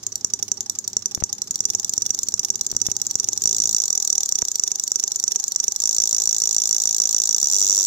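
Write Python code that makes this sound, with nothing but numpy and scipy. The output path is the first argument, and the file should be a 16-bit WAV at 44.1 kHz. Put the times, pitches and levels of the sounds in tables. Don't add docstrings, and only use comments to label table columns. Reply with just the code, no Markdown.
import sys
import numpy as np
from scipy import signal
from scipy.fft import rfft, irfft
from scipy.io import wavfile
from scipy.ndimage import uniform_filter1d, minimum_filter1d

SR = 44100
rng = np.random.default_rng(int(sys.argv[2]) if len(sys.argv) > 2 else 0)


def store_wav(level_fs):
    pcm = np.round(np.clip(np.atleast_2d(level_fs), -1, 1) * 32767)
    wavfile.write(sys.argv[1], SR, pcm.T.astype(np.int16))


def rack_gain(trim_db):
    fader = np.asarray(trim_db, float)
    return 10 ** (fader / 20)


N = 346626

# number of sweeps, wait in ms.
DIAL = [(3, 45), (1, 24), (1, 21), (1, 27), (1, 25), (1, 22), (3, 9), (1, 12), (1, 13), (1, 16), (4, 20),
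        (11, 9), (1, 7), (5, 5)]
# shift in ms, negative
PULL_SHIFT = [-.29, -.40, -.26, -.31, -.32, -.40, -.53, -.27]
# bounce delay in ms, bounce level in dB, crack left in dB, crack right in dB.
PULL_IN = [
    (2.24, -6, -27, -31),
    (2.09, -4.5, -26.5, -28),
    (1.42, -6, -28, -30.5),
    (2.11, -17, -28.5, -27.5),
    (2.02, -3, -27.5, -28),
    (0.7962, -4, -28.5, -36),
    (2.18, -4.5, -30, -31.5),
    (1.42, -8, -25, -29),
]
# frequency in Hz, level in dB, 60 dB decay time in s.
CASE_LEFT = [
    [(5300, -34, 0.031), (6260, -23, 0.0087), (6710, -11, 0.015), (6905, -12, 0.044), (7476, -23, 0.033)],
    [(4270, -24.5, 0.0077), (5840, -20.5, 0.0053), (6040, -26, 0.012), (6940, -11, 0.021),
     (7390, -9.5, 0.013)],
    [(4350, -42, 0.054), (5850, -19.5, 0.015), (6715, -6.5, 0.02), (7310, -6.5, 0.013), (8200, -20, 0.016)],
    [(5130, -18, 0.0046), (5760, -23.5, 0.0092), (6786, -10.5, 0.022), (7270, -10, 0.015),
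     (8780, -25, 0.015)],
    [(4680, -25, 0.0096), (6160, -14, 0.0066), (6746, -11, 0.021), (7180, -22.5, 0.04), (8500, -27, 0.0046)],
    [(6170, -44, 0.0088), (5850, -31, 0.047), (6844, -5.5, 0.023), (7396, -6, 0.0055), (8470, -23, 0.012)],
    [(5280, -20.5, 0.0047), (6180, -17, 0.01), (6690, -12.5, 0.05), (7120, -14, 0.015), (7540, -18, 0.0096)],
    [(4630, -59, 0.012), (5400, -30, 0.015), (6720, -16, 0.031), (6970, -9.5, 0.014), (7900, -15, 0.014)],
]
# frequency in Hz,
# level in dB, 60 dB decay time in s.
CASE_RIGHT = [
    [(5032, -23, 0.027), (5995, -13.5, 0.053), (6590, -22, 0.044), (7720, -14.5, 0.0073),
     (7380, -10, 0.025)],
    [(4481, -24, 0.033), (5660, -7, 0.0055), (5933, -9, 0.027), (6400, -32, 0.012), (6400, -16.5, 0.0028)],
    [(5654, -4, 0.0097), (5907, -2.5, 0.015), (6430, -18, 0.018), (7190, -13, 0.0076), (7540, -26, 0.015)],
    [(4710, -11.5, 0.0045), (5745, 0.72, 0.0044), (5982, -3, 0.03), (7780, -13.5, 0.02), (7780, -23, 0.031)],
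    [(5670, -5, 0.02), (5830, -11.5, 0.02), (5990, -9, 0.014), (6160, -3, 0.0039), (6920, -16.5, 0.013)],
    [(5664, -3, 0.015), (5918, -3, 0.02), (6540, -16.5, 0.029), (7300, -27.5, 0.0069), (8100, -35, 0.016)],
    [(4890, -15.5, 0.0054), (5785, -13.5, 0.028), (5870, -9, 0.0059), (6180, -6, 0.0093),
     (7480, -16, 0.0074)],
    [(4320, -14, 0.0046), (5753, -7, 0.017), (6195, -12.5, 0.02), (6500, -27, 0.0095), (7500, -30, 0.011)],
]
# frequency in Hz, density in dB per Hz.
CRACK_COLOUR = [(1200, -13), (2000, -21), (2800, -12.5), (3800, 4), (4600, -0.5), (5500, -17.5), (8300, 5),
                (9000, 1), (10300, -4), (11500, 1.5), (13300, -3), (15000, 5), (16300, -11)]
# frequency in Hz, level against left in dB.
RIGHT_SHADE = [(1200, 3), (2500, 3), (4500, 4), (8500, 0.5), (11500, 1.5), (13000, 2.5), (15000, -4)]
# left level in dB, right level in dB, change per bounce in dB.
DROP_OUT = [(-23.5, -15.5, 0), (-17.5, -12, -5.5), (-25, -16.5, -1), (-19.5, -15.5, -0.5),
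            (-26.5, -16.5, 0), (-27.5, -16, 0.47), (-23, -14.5, -2), (-22.5, -18, -0.8)]
# frequency in Hz, density in dB per Hz.
RATTLE_LEFT = [(1500, -25), (3000, -19), (4200, -8.5), (5500, -6), (7000, 3.5), (8200, -8), (9500, -40),
               (12000, -21), (15500, -17)]
# frequency in Hz, density in dB per Hz.
RATTLE_RIGHT = [(1500, -25.5), (3000, -31), (4500, -13), (5900, 7), (7000, -11), (8500, -45), (10000, -54),
                (12000, -31), (15500, -34)]
# frequency in Hz, 60 dB decay time in s, right against left in dB.
BOARD_MODES = [(397, 0.11, -1.5), (815, 0.079, -9.5), (1191, 0.053, -2), (1966, 0.072, -22)]
BOARD_DRIVE = [(-51.5, -70, -56.5, -110), (-75, -47.5, -72, -78), (-63, -66, -53, -53.5),
               (-47, -49, -54, -73), (-49.5, -53, -60, -81), (-47.5, -49.5, -56, -57.5),
               (-53.5, -46.5, -67, -66), (-66, -53, -52, -63)]
WALL_ECHO = [-35, -23, -37, -33, -30, -40, -19, -23]
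# frequency in Hz, density in dB per Hz.
FLOOR_COLOUR = [(25, -16), (70, 1), (105, 12), (145, -3), (195, 6), (280, -0.5), (390, 2), (480, -7.5),
                (1500, -13.5), (2600, -20.5), (6500, -1.5), (9200, -24), (11500, -21), (16000, -45)]
# frequency in Hz, likeness from 0 to 1.
FLOOR_LIKENESS = [(60, 0.94), (300, 1), (640, 0.21), (1400, 0.052)]
# start in seconds, level in dB.
MIC_POPS = [
    (1.1764, -17.5),
    (1.2229, -20),
    (1.2244, -11),
    (1.2389, -24),
    (2.7278, -21.5),
    (2.75, -22),
    (2.8863, -16.5),
    (4.4244, -9.5),
]
# frequency in Hz, threshold under the click in dB.
MASKED_BELOW = [(1200, -79), (2200, -51.5), (3200, -47), (4200, -70), (8000, -67), (9200, -40),
                (10300, -40), (11800, -47.5)]


def at_hz(points, hz):
    table_hz, values = np.transpose(points)
    return np.interp(np.log(hz), np.log(table_hz), values)


def bins_hz(size):
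    return np.maximum(np.fft.rfftfreq(size, 1 / SR), 10)


def coloured(white, points):
    size = white.shape[-1]
    out = irfft(rfft(white) * rack_gain(at_hz(points, bins_hz(size))), size)
    return out / np.std(out)


def modes(rows, size):
    t = np.arange(size) / SR
    ringing = np.zeros(size)
    for k, (hz, db, t60) in enumerate(rows):
        ringing += (-1) ** k * rack_gain(db - 60 * t / t60) * np.sin(2 * np.pi * hz * t)
    return ringing


def strikes(times, gains):
    out = np.zeros(N + 40)
    at = np.asarray(times) * SR
    keep = (at >= 0) & (at < N)
    whole, part = at[keep].astype(int), at[keep] % 1
    for k in range(-8, 9):
        offset = k - part
        share = np.sinc(offset) * np.cos(np.pi * offset / 18) ** 2
        np.add.at(out, whole + k + 8, gains[keep] * share)
    return out[8:N + 8]


def conv(x, h):
    return signal.fftconvolve(x, h, axes=-1)[..., :N]


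def schedule():
    loop_ms, clock_slow, first_pull_s = .168, 1.00011, -.6553
    sweeps, wait_ms = np.transpose(DIAL)
    steps = np.repeat(2 * wait_ms * clock_slow + loop_ms, 8 * sweeps) / 1000
    times = first_pull_s + np.cumsum(steps) - steps
    return times.reshape(-1, 8) + np.array(PULL_SHIFT) / 1000, steps.reshape(-1, 8)


def pull_in(k, times, luck):
    bounce_ms, bounce_db = PULL_IN[k][:2]
    blow = strikes(times, rack_gain(.7 * luck[:, 1]))
    bounce_at = times + bounce_ms / 1000 + 6e-6 * luck[:, 2]
    bounce = strikes(bounce_at, rack_gain(bounce_db + 1.26 * luck[:, 1]))
    echo = strikes(times + .022, rack_gain(WALL_ECHO[k] + luck[:, 2]))
    return blow, blow + bounce + echo


def drop_out(k, times, steps, luck):
    settle_db = DROP_OUT[k][2]
    force_db = -16.5 * np.exp(-steps / 0.019)
    gaps = rng.uniform(.0008, .0026, 5)
    chatter = np.cumsum(gaps) - gaps[0]
    drop_at = (times + steps / 2 + .009)[:, None] + chatter + 6e-5 * luck[:, 3:8]
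    level_db = force_db[:, None] + settle_db * np.arange(5) + 2.4 * luck[:, 8:]
    return strikes(drop_at.ravel(), rack_gain(level_db).ravel())


def crackle(white):
    left, right = coloured(white, CRACK_COLOUR)
    return np.array([left, coloured(right, RIGHT_SHADE)])


def crack_burst(k, size):
    left_db, right_db = PULL_IN[k][2:]
    t = np.arange(size) / SR
    decay = rack_gain(-60 * t / 0.0092) + rack_gain(-28.0 - 60 * t / 0.015) + rack_gain(-31.5 - 60 * t / 0.24)
    rise = np.minimum(t / 0.00029, 1)
    return decay * rise * rack_gain(np.array([[left_db], [right_db]]) + 3)


def contact_rattle(k, size):
    left_db, right_db = DROP_OUT[k][:2]
    t = np.arange(size) / SR
    left, right = rng.standard_normal((2, size))
    noise = np.array([coloured(left, RATTLE_LEFT), coloured(right, RATTLE_RIGHT)])
    return noise * rack_gain(-60 * t / 0.016) * rack_gain(np.array([[left_db], [right_db]]) - 8.5)


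def board_hum(k, size):
    hum = np.zeros((2, size))
    for (hz, t60, right_db), db in zip(BOARD_MODES, BOARD_DRIVE[k]):
        hum += modes([(hz, db, t60)], size) * rack_gain([[0], [right_db]])
    return hum


def relay(k, times, steps, grit, size=4096):
    luck = rng.standard_normal((len(times), 13))
    times = times + 1.5e-5 * luck[:, 0]
    blow, pull = pull_in(k, times, luck)
    drop = drop_out(k, times, steps, luck)
    burst = crack_burst(k, size)
    case = np.array([modes(CASE_LEFT[k], size), modes(CASE_RIGHT[k], size)])
    click = case + crackle(rng.standard_normal((2, size))) * burst
    pulled = conv(pull[None], click)
    scratch = rack_gain(-3) * grit * conv(pull[None], burst)
    dropped = conv(drop[None], contact_rattle(k, size))
    push = rack_gain(2.5) * blow - rack_gain(-4) * drop
    return pulled + scratch + dropped + conv(push[None], board_hum(k, size))


def room(x):
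    t = np.arange(SR // 2) / SR
    late = rack_gain(np.array([[-19], [-23]]) - 60 * t / 0.23)
    clutter = rack_gain(-20 - 60 * t / 0.048)
    wall = rack_gain([[-22], [-34]]) * np.exp(-((t - .024) / 0.002) ** 2)
    onset = np.clip((t - .003) / 0.0042, 0, 1)
    tail = rng.standard_normal((2, len(t))) * (late + clutter + wall) * onset / np.sqrt(SR / 100)
    return conv(x, tail)


def floor():
    mid, side = rng.standard_normal((2, N))
    alike = np.clip(at_hz(FLOOR_LIKENESS, bins_hz(N)), 0, 1)
    mid = irfft(rfft(mid) * np.sqrt(1 + alike), N)
    side = irfft(rfft(side) * np.sqrt(1 - alike), N)
    noise = coloured(np.array([mid + side, mid - side]), FLOOR_COLOUR)
    return rack_gain(-47.5) * noise * rack_gain([[-1.2], [1.2]])


def scene():
    times, steps = schedule()
    grit = crackle(rng.standard_normal((2, N)))
    clicks = sum(relay(k, times[:, k], steps[:, k], grit) for k in range(8))
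    return clicks + room(clicks) + floor()


def butter(x, order, hz, kind="low"):
    return signal.sosfilt(signal.butter(order, hz, kind, fs=SR, output="sos"), x)


def overdriven(x):
    return x - butter(x ** 2, 2, 3000) * rack_gain([[-8], [-19]])


def pops():
    start_s, level_db = np.transpose(MIC_POPS)
    bias = np.cumsum(strikes(start_s, rack_gain(level_db)))
    return butter(bias, 2, 2200) * rack_gain([[0], [-30]])


def wind_guard(x):
    crossover_hz, bass_cut_db, start_s = 433, -9, 3.74
    bass = butter(butter(x, 2, crossover_hz), 2, crossover_hz)
    rest = butter(butter(x, 2, crossover_hz, "high"), 2, crossover_hz, "high")
    guarded = rest + rack_gain(bass_cut_db) * bass
    fade = np.clip((np.arange(N) / SR - start_s) * 50, 0, 1)
    return x + fade * (guarded - x)


def masking(x, size=256, count=4):
    hz, _, cells = signal.stft(x, SR, nperseg=size)
    power = np.abs(cells) ** 2
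    total = power.sum(axis=1, keepdims=True)
    loudest = -minimum_filter1d(-total, size=7, axis=-1, origin=2)
    band = np.arange(len(hz)) // count
    group = np.arange(power.shape[2]) // 8
    level = uniform_filter1d(power, size=count, axis=1, origin=-(count // 2))[:, band * count]
    chance_db = 6.5 * rng.standard_normal((band[-1] + 1, group[-1] + 1))[band][:, group]
    limit_db = at_hz(MASKED_BELOW, np.maximum(hz[band * count], 10))[:, None] + chance_db
    keep = level > loudest * rack_gain(2 * limit_db)
    return signal.istft(cells * keep, SR, nperseg=size)[1][:, :N]


def top_cut(x):
    return signal.sosfilt(signal.butter(12, 16820, fs=SR, output="sos"), x)


def record(dry):
    x = overdriven(dry) + pops()
    x = butter(x, 2, 95, "high")
    x = np.clip(wind_guard(x), -1, 1)
    x = signal.sosfilt(signal.cheby2(10, 50, 16900, fs=SR, output="sos"), x)
    return top_cut(masking(x))


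dry = scene()
out = record(dry)
store_wav(out)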